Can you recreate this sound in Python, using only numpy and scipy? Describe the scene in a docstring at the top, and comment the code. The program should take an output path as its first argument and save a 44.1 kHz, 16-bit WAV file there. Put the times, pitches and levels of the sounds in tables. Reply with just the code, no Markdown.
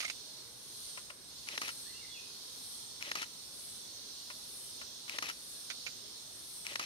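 """Photographers in a cicada forest

Two spaced microphones stand among the trees near a bird's perch, in low forest air and an insect chorus.
Cicadas swell above it about once a second. Close on the left a camera fires four times: latch, mirror
and shutter knock its body over the whirr of the winding motor. Other cameras click farther off on both
sides, and a distant bird whistles one short phrase, smeared by echoes from trunks and leaves."""
import sys
import numpy as np
from scipy import signal
from scipy.fft import rfft, irfft
from scipy.io import wavfile
from scipy.ndimage import uniform_filter1d

SR = 44100
rng = np.random.default_rng(int(sys.argv[2]) if len(sys.argv) > 2 else 0)


def store_pcm(level_fs):
    """Save levels as 16-bit WAV."""
    pcm = np.round(np.clip(level_fs, -1, 1) * 32767).astype(np.int16)
    wavfile.write(sys.argv[1], SR, np.atleast_2d(pcm).T)


N = 302085
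SHORT = 8192  # samples in one blow


def gain_of(db):
    """Decibels to gain."""
    return 10 ** (np.asarray(db) / 20)


def unit_rms(x):
    """Scales to rms 1."""
    return x / np.sqrt(np.mean(x ** 2) + 1e-20)


def curve(points, hz):
    """Reads a table on a log-frequency axis."""
    f, value = np.transpose(points)
    return np.interp(np.log(hz + 1), np.log(f + 1), value)


def add(mix, s, sound):
    """Adds a stereo sound at time s."""
    part = mix[:, max(round(s * SR), 0):][:, :sound.shape[1]]
    part += sound[:, :part.shape[1]]


def bins(n):
    """Frequencies of a spectrum of n samples."""
    return np.fft.rfftfreq(n, 1 / SR)


def bump(f, hz, width):
    """A resonance curve of height 1."""
    return 1 / (1 + (2 * (f - hz) / width) ** 2)


def panned(lean_db):
    """Gains at the two microphones; a positive lean is to the left."""
    return gain_of(np.array([[.5], [-.5]]) * lean_db)


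def hiss(spectrum, patchy_db, lean_db):
    """Many far sources merge into noise, each briefly standing out at its own pitch."""
    # The forest's balance at the microphones. Each row: frequency in Hz, left over right in dB.
    forest_lean = [(60, -8), (92, 3.5), (140, -3.5), (210, -3), (330, -1), (500, -3), (770, -2),
                   (1170, -3.5), (1790, -3.5), (2740, -3), (4190, -2), (6410, -6.5), (9810, 8),
                   (15000, 3.5)]
    # How alike the two sides are. Each row: frequency in Hz, correlation.
    likeness = [(30, 0.52), (100, 0.31), (300, .45), (600, 0.25), (1200, 0), (16000, 0.0099)]
    frames, f = N // 512 + 5, bins(2048)
    a, b, c, d, patches = rng.standard_normal((5, frames, len(f)))
    patches = uniform_filter1d(patches, size=12, axis=0)
    patches = unit_rms(uniform_filter1d(patches, size=3, axis=1))
    same = curve(likeness, f)
    left = a + 1j * b
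    right = same * left + np.sqrt(1 - same ** 2) * (c + 1j * d)
    colour = gain_of(curve(spectrum, f) + patchy_db * patches)
    spectra = np.array([left, right]) * colour * panned(curve(forest_lean, f) + lean_db)[:, None]
    noise = signal.istft(spectra.transpose(0, 2, 1), nperseg=2048, noverlap=1536)[1][:, :N]
    return noise / noise.mean(0).std()


def forest_air():
    """A low, steady wash from far off all round."""
    # Colour of the air. Each row: frequency in Hz, relative level in dB.
    spectrum = [(20, -28), (35, -21), (52, 1), (85, -1.5), (125, 1), (200, -2.5), (252, 1), (320, -3),
                (385, -0.5), (480, -2.5), (700, -7), (1050, -5), (1800, -10), (3000, -11), (4200, -19),
                (7000, -77)]
    return gain_of(-63) * hiss(spectrum, patchy_db=1.67, lean_db=2)


def singer(hz, width):
    """One insect's shrill note, blurred by the trees."""
    noise = rng.standard_normal((2, N))
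    return unit_rms(irfft(rfft(noise) * bump(bins(N), hz, width), N))


def insect_chorus():
    """Far insects blend into a band with a high sheen; a few held notes rise and fall with it."""
    # Colours of the chorus and its sheen. Each row: frequency in Hz, relative level in dB.
    chorus_colour = [(1800, -36), (2700, -17.5), (3100, -10.5), (3500, -4), (4000, -2), (4350, -1),
                     (4650, -4.5), (5300, -3), (6300, -6), (7000, -10.5), (7500, -14), (9500, -49)]
    sheen_colour = [(6000, -37), (7500, 2.5), (10000, -6.5), (12500, -1), (14500, 2), (16000, -15)]
    # Ebb of the chorus, and the strongest singer's own on top. Each row: time in seconds, level in dB.
    chorus_levels = [(0.0, -50.5), (0.35, -53), (0.56, -56.5), (0.84, -51.6), (0.98, -52.3), (1.16, -60),
                     (1.37, -52.5), (2.83, -52), (3.65, -53.5), (4.15, -51.0), (4.6, -53.2), (4.81, -50.5),
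                     (5.44, -54.5), (5.83, -50.5), (6.34, -54), (6.85, -54)]
    leader_levels = [(0, -73), (.35, -56), (.55, -65), (1.4, -61), (1.85, -57.5), (2.3, -61.5), (4, -62.5),
                     (4.6, -65), (6.85, -64)]
    # Single insects. Each row: pitch in Hz, width in Hz, level in dB, left over right in dB.
    singers = [(3930, 76, -71, -3), (5170, 80, -69, -11), (8450, 50, -71, -11)]
    t = np.arange(N) / SR
    chorus_db = np.interp(t, *np.transpose(chorus_levels))
    out = gain_of(chorus_db - 0.35) * hiss(chorus_colour, patchy_db=2.5, lean_db=-0.5)
    out += gain_of(.85 * chorus_db - 22) * hiss(sheen_colour, patchy_db=3.5, lean_db=1.5)
    leader_db = np.interp(t, *np.transpose(leader_levels))
    notes = gain_of(leader_db) * singer(hz=4290, width=62) * panned(-2.5)
    for hz, width, db, lean_db in singers:
        notes += gain_of(db) * singer(hz, width) * panned(lean_db)
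    return out + notes * unit_rms(gain_of(chorus_db))


def swelling(floor_db, crest_db, lag_s, rise_s, fall_s):
    """Gain of a cicada band: each swell grows steadily out of the floor, then rounds off and drops."""
    # Cicada swells. Each row: crest time in seconds before the lag, relative level in dB.
    swells = [(-.07, -1.5), (.81, -.5), (1.73, -0.2), (2.68, 0.2), (3.63, 0), (4.55, 1), (5.51, -0.4),
              (6.52, 0.6)]
    t = np.arange(N) / SR - lag_s
    power = gain_of(floor_db) ** 2
    for s, db in swells:
        away = np.maximum((s - t) / rise_s, 0) + np.maximum((t - s) / fall_s, 0) ** 2
        power = power + gain_of(crest_db + db) ** 2 * np.exp(-np.minimum(away, 20))
    return np.sqrt(power)


def cicadas():
    """Cicadas swell about once a second, the high fizz first and the buzz just after."""
    # The two cicada bands. Each row: frequency in Hz, relative level in dB.
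    buzz_colour = [(7200, -33), (7800, -10), (8200, -5.5), (8550, -2.5), (9000, -5), (9500, -11),
                   (10000, -15), (11000, -36)]
    fizz_colour = [(8000, -21), (9400, -2), (10000, -2.5), (10700, -1), (11500, -6), (12500, -10),
                   (14000, -22), (16000, -17)]
    buzz = hiss(buzz_colour, patchy_db=3.1, lean_db=-6.0)
    buzz *= swelling(floor_db=-61.5, crest_db=-54.0, lag_s=0.068, rise_s=0.14, fall_s=0.13)
    fizz = hiss(fizz_colour, patchy_db=3.0, lean_db=1.5)
    fizz *= swelling(floor_db=-64.5, crest_db=-54.5, lag_s=.004, rise_s=0.12, fall_s=.14)
    return buzz + fizz


def strike(decay_s, rise_s):
    """Envelope of a blow: parts seat quickly, then settle."""
    t = np.arange(SHORT) / SR
    envelope = (1 - np.exp(-(t / rise_s) ** 2)) * np.exp(-t / decay_s)
    return envelope / envelope.max()


def ringing(db):
    """Frequency response of unit power that rings only after the blow."""
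    cepstrum = irfft(np.log(gain_of(db)))
    half = len(cepstrum) // 2
    cepstrum[1:half] *= 2
    cepstrum[half + 1:] = 0
    return np.exp(rfft(cepstrum)) / np.sqrt(np.mean(gain_of(db) ** 2))


def chatter(envelope, colour_db, lean_db, lag_s, diffuse_hz):
    """Dense tiny contacts ring a body; the right microphone hears it lag_s after the left."""
    n, f = len(envelope), bins(len(envelope))
    spectra = rfft(rng.standard_normal((2, n)) * envelope)
    # a brief contact excites all frequencies about equally
    local_power = uniform_filter1d(abs(spectra) ** 2, size=len(f) // 140)
    spectra *= np.sqrt(np.sum(envelope ** 2) / (local_power + 1e-20))
    same = 1 / (1 + (f / diffuse_hz) ** 2)  # scattering makes the treble differ between the sides
    spectra[1] = same * spectra[0] + np.sqrt(1 - same ** 2) * spectra[1]
    spectra[1] *= np.exp(-2j * np.pi * f * lag_s)
    fade = np.minimum(np.linspace(10, 0, n), 1) ** 2
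    return irfft(spectra * ringing(colour_db) * panned(lean_db)) * fade


def trees(x, t60):
    """Sparse echoes from trunks and leaves, dying by 60 dB in t60 seconds."""
    t = np.arange(SR) / SR
    taps = rng.standard_normal((2, SR)) * (rng.random((2, SR)) < 1500 / SR)
    taps *= gain_of(-60 * t / t60) * (t > .006)
    taps /= np.linalg.norm(taps, axis=1, keepdims=True)
    return signal.fftconvolve(x, taps, axes=1)[:, :N]


def far_camera(clicks, colour, lean_db, lag_s, echo_db):
    """A shutter rings its camera body farther along the row, with a short echo."""
    out, f = np.zeros((2, N)), bins(SHORT)
    for s, db, decay_s, ring_hz, ring_db in clicks:
        colour_db = curve(colour, f) + ring_db * bump(f, ring_hz, 0.16 * ring_hz)
        click = chatter(strike(decay_s, rise_s=0.0027), colour_db, lean_db, lag_s, diffuse_hz=5900)
        add(out, s, gain_of(db) * click)
    return out + gain_of(echo_db) * trees(out, t60=0.066)


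def far_cameras():
    """Two cameras at a distance: one to the right, a softer one to the left."""
    # Shutter clicks. Each row: start in seconds, level in dB, decay in seconds, ring in Hz, its lift in dB.
    right_clicks = [(.002, -31.5, 0.0032, 2060, 6), (.011, -36, 0.0028, 2600, 8),
                    (.024, -38.5, 0.012, 1246, 16), (.045, -36.5, 0.0045, 690, 12),
                    (.0495, -32, 0.002, 2090, 18), (.078, -39, .004, 2190, 5), (.098, -32, 0.0027, 2600, 0),
                    (5.6995, -34.5, 0.0029, 1420, 11), (5.707, -39.5, 0.0076, 3700, 9),
                    (5.863, -35, 0.0048, 2330, 8), (5.871, -43.5, 0.0083, 1480, 12)]
    left_clicks = [(.9725, -40.5, 0.0054, 1000, 5.5), (1.1, -41, 0.0035, 2800, 2.2),
                   (4.299, -42, 0.007, 1000, 7.1), (4.812, -43.5, 0.0069, 1400, 1.6)]
    # Colours of the two bodies. Each row: frequency in Hz, relative level in dB.
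    right_colour = [(200, -21), (600, -13), (1000, -15), (1420, -7), (1700, -7.5), (2300, 1), (2900, -1),
                    (3600, -5.5), (4500, -1.5), (5200, -5.5), (6700, -5), (8000, -26), (15000, -30)]
    left_colour = [(200, -39), (600, -4), (800, -19), (1020, -1.5), (1200, -6), (1420, 1), (1620, -10),
                   (1850, -1), (2800, -1.5), (3500, -14), (6000, -15), (14000, -30)]
    right = far_camera(right_clicks, right_colour, lean_db=-7.0, lag_s=-.00016, echo_db=-10.0)
    left = far_camera(left_clicks, left_colour, lean_db=5.0, lag_s=0.00024, echo_db=-14)
    return right + left


def camera_body(envelope, extra_db, diffuse_hz):
    """Contacts inside the near camera ring its body; extra_db is the moving part's own colour."""
    # Broad colour of the body. Each row: frequency in Hz, relative level in dB.
    colour = [(70, -38), (160, -14), (280, -7.5), (600, -9.5), (900, -5), (1200, -4), (2400, -2),
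              (3500, -4.5), (5000, -5.5), (7000, -11), (9000, -15), (11000, -12.5), (15000, -26)]
    # Its modes. Each row: frequency in Hz, width in Hz, lift in dB.
    modes = [(1430, 120, 2.9), (1966, 290, 6.1), (2640, 190, 3.8), (2980, 180, 6.5), (3980, 240, 7),
             (4590, 220, 3.3), (5580, 540, 6.7), (6570, 270, 7.6)]
    # Its balance at the microphones. Each row: frequency in Hz, left over right in dB.
    lean = [(300, -3), (700, 3.5), (1500, 3), (2400, 8.5), (3400, 2), (4200, 1.5), (5800, -8.5), (7000, -6),
            (8600, 3), (11000, 13.5), (14000, 1.5)]
    f = bins(len(envelope))
    body_db = curve(colour, f) + sum(db * bump(f, hz, width) for hz, width, db in modes)
    return chatter(envelope, body_db + extra_db, curve(lean, f), lag_s=.00024, diffuse_hz=diffuse_hz)


def whistle(hz, taper):
    """A pure tone along a pitch curve, fading in and out."""
    phase = 2 * np.pi * np.cumsum(hz) / SR
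    return np.sqrt(2) * np.sin(phase) * signal.windows.tukey(len(hz), taper)


def whine(top_hz):
    """The coasting motor sings a falling, unsteady note with its octave."""
    coast_s, slowing_per_s = 0.044, 9.1
    t = np.arange(0, coast_s, 1 / SR)
    wobble = unit_rms(uniform_filter1d(rng.standard_normal(SHORT), size=60))[:len(t)]
    hz = top_hz * np.exp(-slowing_per_s * t) * (1 + 0.026 * wobble)
    return (whistle(hz, taper=0.18) + gain_of(-11) * whistle(2 * hz, taper=0.58)) * panned(2.2)


def winding_motor(mirror_s):
    """The winder runs twice in a shot: gear teeth whirr, and the motor whines as it coasts down."""
    # Motor runs. Each row: start in seconds from the mirror, length in seconds, gear level in dB,
    # top of the whine in Hz, whine level in dB.
    runs = [(-.107, 0.1, -47, 4110, -54), (0.042, .093, -45, 4330, -50)]
    rise_s, stop_s, drive_s, tooth_hz = 0.003, 0.004, .04, 190
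    t = np.arange(2 * SHORT) / SR - mirror_s
    teeth = 1 + 0.099 * np.sin(2 * np.pi * tooth_hz * t)
    running = np.zeros(len(t))
    for s, length, db, _, _ in runs:
        ramps = np.minimum((t - s) / rise_s, (s + length - t) / stop_s)
        running += gain_of(db) * np.clip(ramps, 0, 1)
    gears_db = 4 * bump(bins(len(t)), hz=2740, width=1500)
    out = camera_body(teeth * running, gears_db, diffuse_hz=4530) * panned(0.83)
    for s, _, _, top_hz, db in runs:
        add(out, mirror_s + s + drive_s, gain_of(db) * whine(top_hz))
    return out


def shot(mirror_s):
    """One cycle of the near camera: blows of latch, mirror and shutter over the winder."""
    # Blows. Each row: start in seconds from the mirror, level in dB, decay in seconds, ring in Hz,
    # then lifts of ring, bass and treble in dB.
    blows = [(-.0886, -26.5, 0.00083, 2360, 13.5, -19, 2), (-.044, -48, 0.0065, 572, 15, 20, -12),
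             (-.0245, -42, 0.0027, 2200, -1, -5, 0), (0, -26.5, 0.0031, 1760, 6, -3.5, -9),
             (0.0384, -29.5, 0.0045, 1215, 15, 6.5, 9), (.055, -39, 0.0051, 2700, 0, 8.5, 2),
             (.072, -36, .003, 2570, 12, -18, 5), (.082, -39, .003, 2500, 11, -27, -4),
             (0.1025, -33, 0.0044, 3060, -2, -1, 5), (0.113, -31.5, 0.0027, 1365, 17.5, -13, -8)]
    out, f = winding_motor(mirror_s), bins(SHORT)
    for s, db, decay_s, ring_hz, ring_db, bass_db, treble_db in blows:
        tilt_db = bass_db * bump(f, 0, 2250) + treble_db * f / (f + 5000)
        part_db = ring_db * bump(f, ring_hz, 0.17 * ring_hz) + tilt_db
        blow = camera_body(strike(decay_s, rise_s=0.38 * decay_s), part_db, diffuse_hz=6760)
        add(out, mirror_s + s, gain_of(db) * blow)
    return out


def near_camera():
    """Close on the left, the mechanism runs the same way at every shot; the trees answer faintly."""
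    # Shots. Each row: time of the mirror strike in seconds, relative level in dB.
    shots = [(1.5758, -1.5), (3.1137, -1), (5.1842, -1), (6.755, -1)]
    mirror_s = .15  # how far into the cycle the mirror strikes
    out, cycle = np.zeros((2, N)), shot(mirror_s)
    for s, db in shots:
        add(out, s - mirror_s, gain_of(db) * cycle)
    return out + gain_of(-19.5) * trees(out, t60=0.36)


def bird():
    """A distant whistled phrase, more echo than direct sound; each note slides, then settles."""
    # Notes. Each row: start and length in seconds, first and last pitch in Hz, relative level in dB.
    notes = [(1.85, .07, 1593, 2070, -65), (1.933, .058, 2630, 2870, -60), (2.01, 0.048, 2305, 2016, -61.5),
             (2.097, 0.06, 3380, 3390, -57), (2.137, .055, 2980, 2460, -56)]
    out = np.zeros((2, N))
    for s, length, first_hz, last_hz, db in notes:
        slide = np.linspace(1, 0, round(length * SR)) ** 1.82
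        hz = last_hz + (first_hz - last_hz) * slide
        add(out, s, gain_of(db) * whistle(hz, taper=0.26) * panned(0))
    return gain_of(-2.0) * out + gain_of(2.5) * trees(out, t60=0.53)


def scene():
    """Air, insects, cameras and bird as they reach the microphones."""
    return forest_air() + insect_chorus() + cicadas() + far_cameras() + near_camera() + bird()


def record(dry):
    """Two deep notches fall in the treble, then the recorder limits the band."""
    # Notches. Each row: centre in Hz, width in Hz.
    notches = [(7680, 233), (9600, 230)]
    f = bins(N)
    cut_db = sum(-29 * np.exp(-2 * ((f - hz) / width) ** 2) for hz, width in notches)
    notched = irfft(rfft(dry) * gain_of(cut_db), N)
    lowpass = signal.firwin(511, cutoff=15750, window=("kaiser", 9), fs=SR)
    return signal.oaconvolve(notched, lowpass[None], "same")


dry = scene()
out = record(dry)
store_pcm(out)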